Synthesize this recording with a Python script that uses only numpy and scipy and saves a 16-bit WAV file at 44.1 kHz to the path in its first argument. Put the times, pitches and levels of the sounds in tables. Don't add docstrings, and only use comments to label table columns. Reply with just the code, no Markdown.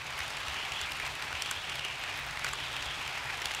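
import sys
import numpy as np
from scipy import signal
from scipy.fft import rfft, irfft
from scipy.io import wavfile
from scipy.ndimage import uniform_filter1d

SR = 44100
rng = np.random.default_rng(int(sys.argv[2]) if len(sys.argv) > 2 else 0)


def gain_from_decibels(decibels):
    exponent = np.asarray(decibels, float) / 20
    return 10 ** exponent


def int16_out(signal):
    q = np.round(np.clip(np.atleast_2d(signal).T, -1, 1) * 32767)
    wavfile.write(sys.argv[1], SR, q.astype(np.int16))


N = 158760

# frequency in Hz, level in dB.
FAR_COLOUR = [(2000, -9), (4500, 2.5), (7000, 3), (10000, -4), (13000, -11), (16000, -18)]


def evened(x):
    return x / np.sqrt(np.mean(x ** 2) + 1e-20)


def read(points, hz):
    f, value = np.transpose(points)
    return np.interp(np.log(hz + 1), np.log(f + 1), value)


def coloured(points, size):
    gain = gain_from_decibels(read(points, np.fft.rfftfreq(size, 1 / SR)))
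    return evened(irfft(rfft(rng.standard_normal(size)) * gain, size))


def tone(hz, size):
    return np.sin(2 * np.pi * hz * np.arange(size) / SR)


def resonate(x, hz, width):
    turn = np.exp(2j * np.pi * hz * np.arange(len(x)) / SR)
    r = np.exp(-np.pi * abs(width) / SR)
    return 2 * (turn * signal.lfilter([1 - r], [1, -r], x / turn)).real


def burst(x, length):
    u = np.arange(len(x)) / SR / abs(length)
    y = x * u ** .7 * np.exp(-2 * u ** 1.5)
    return y / abs(y).max()


def struck(x, rise, t60):
    t = np.arange(len(x)) / SR
    y = x * (1 - np.exp(-(t / rise) ** 2)) * gain_from_decibels(-60 * t / t60)
    return y / abs(y).max()


def add(mix, s, sound):
    part = mix[round(s * SR):][:len(sound)]
    part += sound[:len(part)]


def rolling():
    # time in seconds, hiss level in dB.
    roll = [(0.0, -40.5), (0.14, -39.5), (0.76, -38.5), (1.26, -39.5), (2.07, -39.5), (3.49, -39),
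            (3.6, -38.5)]
    # frequency in Hz, level in dB per Hz.
    roll_colour = [(200, -9), (440, -8.5), (800, 1), (2400, 0.5), (3400, -2.5), (4400, -7), (8000, -17.5),
                   (15800, -33)]
    # time in seconds, resonance in Hz, lift in dB.
    cars = [(.08, 2700, 1), (.3, 3400, 4), (.48, 3600, 3), (.56, 2900, 6), (.7, 3300, 7.5), (.84, 3350, 7),
            (.92, 2700, 6), (1.28, 2450, 1), (1.42, 3200, 5), (1.56, 3480, 6.5), (1.82, 3100, 7),
            (2.1, 2600, 6), (2.4, 2000, 3), (2.54, 3400, 5), (2.85, 3550, 5.5), (3.05, 3200, 5),
            (3.3, 2200, 3), (3.46, 3420, 5)]
    frames = N // 64 + 5
    hz = np.fft.rfftfreq(256, 1 / SR)[:, None]
    t = np.arange(frames) * 64 / SR
    real, imaginary, patches = rng.standard_normal((frames, 129, 3)).T
    patches = uniform_filter1d(patches, size=4, axis=0)
    patches = evened(uniform_filter1d(patches, size=40, axis=1))
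    flicker = evened(uniform_filter1d(rng.standard_normal(frames), size=4))

    at, car_hz, lift_db = np.transpose(cars)
    centre = np.interp(t, at, car_hz)
    octaves = np.where(hz > centre, .11, .34)
    ridge = np.exp(-.5 * (np.log2((hz + 1) / centre) / octaves) ** 2)
    body_db = np.interp(t, at, lift_db) * ridge * (.85 + .3 * patches)
    flicker_db = (.75 + 1.1 * np.clip(hz / 8000, 0, 1)) * flicker
    grains = (real + 1j * imaginary) * gain_from_decibels(body_db + .7 * patches + flicker_db)
    hiss = signal.istft(grains, nperseg=256, noverlap=192)[1][:N]

    colour_db = read([(120, -100)] + roll_colour, np.fft.rfftfreq(N, 1 / SR))
    hiss = irfft(rfft(hiss) * gain_from_decibels(colour_db), N)
    s, level_db = np.transpose(roll)
    return evened(hiss) * gain_from_decibels(1 + np.interp(np.arange(N) / SR, s, level_db))


def tick(ring_hz, lead_s):
    # frequency in Hz, level in dB.
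    tick_colour = [(700, -42), (2000, -20), (4500, 5), (7000, 7), (9000, 5), (13000, -6), (16000, -13)]
    contact_s = .0025
    out = np.zeros(1500)
    ring = gain_from_decibels(-10) * burst(tone(ring_hz, 600), .0024)
    strike = burst(coloured(tick_colour, 600), contact_s) + ring
    brush = burst(coloured(FAR_COLOUR, 600), contact_s)
    bounce = burst(coloured(tick_colour, 600), contact_s)
    add(out, 0, gain_from_decibels(-17) * brush)
    add(out, lead_s, strike / abs(strike).max())
    add(out, lead_s + .003, gain_from_decibels(-14) * bounce)
    return gain_from_decibels(.8) * out


def rattle():
    out = np.zeros(1500)
    for k, (late, size) in enumerate(rng.random((3, 2))):
        level = .6 * size if k else 1
        add(out, late * .005 * (k > 0), level * burst(coloured(FAR_COLOUR, 600), .0016))
    return out / abs(out).max()


def knock(hz):
    # frequency in Hz, level in dB.
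    clack_colour = [(500, -19), (1000, -2), (2500, -4.5), (4000, -6), (7000, -12)]
    middle_hz = 2200
    fuzz = evened(resonate(rng.standard_normal(900), hz, 600 * hz / middle_hz))
    note = gain_from_decibels(-1.5) * tone(hz, 900) + fuzz
    clack = burst(coloured(clack_colour, 900), .003)
    body = burst(note, .0048 * np.sqrt(middle_hz / hz)) + clack
    lowpass = signal.butter(2, 6000, fs=SR)
    return gain_from_decibels(-1.5) * signal.lfilter(*lowpass, body / abs(body).max())


def joints():
    # start in seconds, tick in dB, rail ring in Hz,
    # body knock in dB above the tick, body note in Hz.
    near = [(0.19, -33, 4930, 8.5, 1900), (0.4822, -31, 5500, 10.5, 2620), (0.8135, -27, 7100, 6.5, 2700),
            (0.919, -34.5, 4880, 11.5, 2850), (1.421, -22, 5440, 3, 2840), (1.5109, -22, 7300, 0, 1420),
            (2.4448, -21.5, 5620, 1.5, 1440), (2.533, -26.5, 7370, 5.5, 1180), (3.456, -23, 5620, 5, 3370),
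            (3.5474, -24, 7300, 3, 2780)]
    # start in seconds, knock in dB, body note in Hz, tick in dB relative to the
    far = [(0.046, -35, 2250, -21), (0.067, -27.5, 2600, -9), (0.178, -26.5, 2100, -12),
           (0.203, -22, 1950, -23), (0.235, -32, 2510, -18), (0.279, -30.5, 2180, -2),
           (0.304, -26.5, 1200, -7), (0.338, -33, 3340, -24), (0.369, -25, 2200, -6),
           (0.403, -34, 1700, 0), (0.543, -32.5, 1750, 2), (0.626, -28, 2750, -21),
           (0.65, -24.5, 2760, -15), (0.72, -25, 2750, -4), (0.895, -31, 2670, -14),
           (0.999, -21.5, 1710, -10), (1.039, -32, 980, -23), (1.063, -24.5, 2460, -10),
           (1.152, -23.5, 2660, -11), (1.223, -22, 2410, -11), (1.327, -23.5, 1590, -16),
           (1.352, -21.5, 2590, -15), (1.394, -33, 2280, -14), (1.459, -23.5, 2500, -9),
           (1.696, -24, 2830, -5), (1.756, -28, 2180, -5), (1.793, -20.5, 2900, -12),
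           (1.849, -21, 3030, -6.5),
           (1.911, -35, 2870, -4), (1.992, -29, 2030, -22), (2.037, -22, 2110, -10),
                (2.076, -25, 1780, -26), (2.096, -45, 2290, -14), (2.14, -28, 1580, -30),
                (2.163, -29, 2720, -18), (2.189, -26, 2530, -19), (2.263, -31, 1520, -16),
                (2.309, -27, 1830, -5), (2.372, -20, 2090, -29), (2.394, -26.5, 1305, -6),
                (2.4658, -20, 1900, -16), (2.488, -29, 1470, 0), (2.601, -27, 1860, -11),
                (2.729, -28.5, 3360, -6), (2.765, -21.5, 2600, -11), (2.824, -20.5, 2710, -13),
                (2.857, -27, 3350, -5), (2.888, -42, 2300, -23), (3.077, -23.5, 2400, -11),
                (3.174, -22.5, 1950, -32), (3.299, -24, 2380, -26), (3.418, -21.5, 2040, -8.5),
                (3.509, -20.5, 1980, -18), (3.516, -25, 2950, -4), (3.537, -25, 2700, -11)]
    lead_s = .005
    out = np.zeros(N)
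    for s, db, ring_hz, knock_db, hz in near:
        add(out, s - lead_s, gain_from_decibels(db) * tick(ring_hz, lead_s))
        add(out, s, gain_from_decibels(db + knock_db) * knock(hz))
    for s, db, hz, tick_db in far:
        add(out, s, gain_from_decibels(db + tick_db) * rattle())
        add(out, s, gain_from_decibels(db) * knock(hz))
    return out


def pins():
    # start in seconds, peak in dB, centre in Hz.
    loose_parts = [(0.0463, -46, 10500), (0.1194, -54, 11200), (0.1785, -39, 10600), (0.19, -33, 10500),
                   (0.2044, -43, 10800), (0.2349, -46, 11100), (0.2793, -50, 10600), (0.2882, -45, 10600),
                   (0.3042, -45, 11000), (0.3784, -49, 11200), (0.389, -45, 10700), (0.4144, -49, 12400),
                   (0.7193, -44, 12000), (0.7394, -52, 11400), (0.907, -39, 11100), (0.9193, -33, 10500),
                   (0.9687, -38, 11100), (0.9981, -45, 12300), (1.064, -49, 12000), (1.0765, -40, 12300),
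                   (1.1248, -51, 10700), (1.2516, -44, 10700), (1.3269, -46, 11300), (1.4744, -53, 11000),
                   (1.5648, -45, 11500), (1.5994, -51, 10600), (1.6372, -50, 11600), (1.7044, -51, 11500),
                   (1.7564, -42, 12000), (1.8497, -43, 12400), (1.9939, -42, 11600), (2.0044, -54, 10700),
                   (2.0971, -44, 10800), (2.163, -42, 11600), (2.174, -38, 12200), (2.1944, -39, 14500),
                   (2.2657, -38, 13700), (2.3344, -49, 10600), (2.392, -45, 10700), (2.4834, -45, 11900),
                   (2.5112, -46, 10900), (2.602, -43, 10700), (2.7317, -49, 11500), (2.7744, -48, 11800),
                   (2.8644, -44, 10700), (3.0769, -38, 11700), (3.1617, -49, 11000), (3.1747, -47, 10700),
                   (3.1986, -48, 10500), (3.2705, -47, 11200), (3.2909, -51, 11700), (3.4244, -50, 11600),
                   (3.5244, -50, 11800), (3.5374, -41, 12300)]
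    width_hz = 6000
    out = np.zeros(N)
    for s, db, hz in loose_parts:
        noise = resonate(resonate(rng.standard_normal(600), hz, width_hz), hz, width_hz)
        add(out, s, gain_from_decibels(db - 1) * burst(noise, .002))
    return out


def grit():
    per_second, spread_db, tilt_db = 300, 3.9, 5
    falls = rng.random(N) < per_second / SR
    size = gain_from_decibels(spread_db * np.minimum(rng.exponential(1, N), 4)) * falls
    kind = rng.integers(0, 16, N)
    out = np.zeros(N)
    for k, tilt in enumerate(np.linspace(-.5, 1, num=16)):
        colour = [(f, db + tilt_db * tilt * np.log2(f / 10000)) for f, db in FAR_COLOUR]
        grain = burst(coloured(colour, 600), .0015) * gain_from_decibels(-tilt_db * tilt)
        out += signal.oaconvolve(size * (kind == k), grain)[:N]
    return gain_from_decibels(-60) * evened(out)


def table():
    # frequency in Hz, level in dB per Hz.
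    rumble_colour = [(12, -36), (20, -11), (54, 2), (75, -2), (102, 1), (140, 0.5), (184, -9.5), (239, -24)]
    # time in seconds, rumble lift in dB.
    load = [(0, 1.5), (.45, -0.5), (.9, 1), (1.35, -1.5), (1.8, 0), (2.3, 2.5), (2.8, 3), (3.2, 1),
            (3.6, -1.5)]
    # frequency in Hz, width in Hz, level in dB.
    hum = [(70, 33, -59.5), (139.4, 15, -61), (285.3, 5.2, -72), (404.6, 14, -66), (804, 76, -65.5),
           (8800, 80, -92)]
    # start in seconds, level in dB, frequency in Hz.
    bumps = [(0.199, -42, 70.0), (0.476, -40, 73.5), (0.818, -43, 69), (0.919, -53, 64), (1.029, -47, 70.0),
             (1.152, -54, 78.1), (1.332, -41, 85), (1.562, -41.5, 91.5), (1.669, -47, 147),
             (2.159, -44, 64.6), (2.297, -56, 139), (2.498, -44, 64.5), (2.8, -52, 50), (2.858, -39.5, 58),
             (3.049, -45, 92), (3.239, -43.5, 119), (3.453, -44, 70.0)]
    weight = gain_from_decibels(np.interp(np.arange(N) / SR, *np.transpose(load)))
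    out = gain_from_decibels(-56.5) * coloured([(10, -40)] + rumble_colour + [(330, -48)], N) * weight
    for hz, width, db in hum:
        line = resonate(resonate(rng.standard_normal(N), hz, width), hz, width)
        out += gain_from_decibels(db) * evened(line)
    for s, db, hz in bumps:
        add(out, s, gain_from_decibels(db - 2) * struck(tone(hz, SR // 4), rise=.01, t60=.087))
    return out


def room(x):
    t60 = .14
    taps = np.zeros(8000)
    places = np.arange(60, 7980, 20) + rng.integers(0, 20, 396)
    taps[places] = rng.choice([-1., 1.], 396)
    taps *= gain_from_decibels(-60 * np.arange(8000) / SR / t60)
    return signal.oaconvolve(x, taps / np.linalg.norm(taps))[:N]


def scene():
    hits = joints() + grit() + pins()
    return (hits + gain_from_decibels(-16) * room(hits) + rolling() + table())[None]


def top_cut(x):
    return signal.sosfilt(signal.butter(12, 15900, fs=SR, output="sos"), x)


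def record(dry):
    band_limit = signal.firwin(401, 15760, window=("kaiser", 8), fs=SR)
    mix = signal.oaconvolve(dry, band_limit[None], "same")
    return top_cut(mix)


dry = scene()
out = record(dry)
int16_out(out)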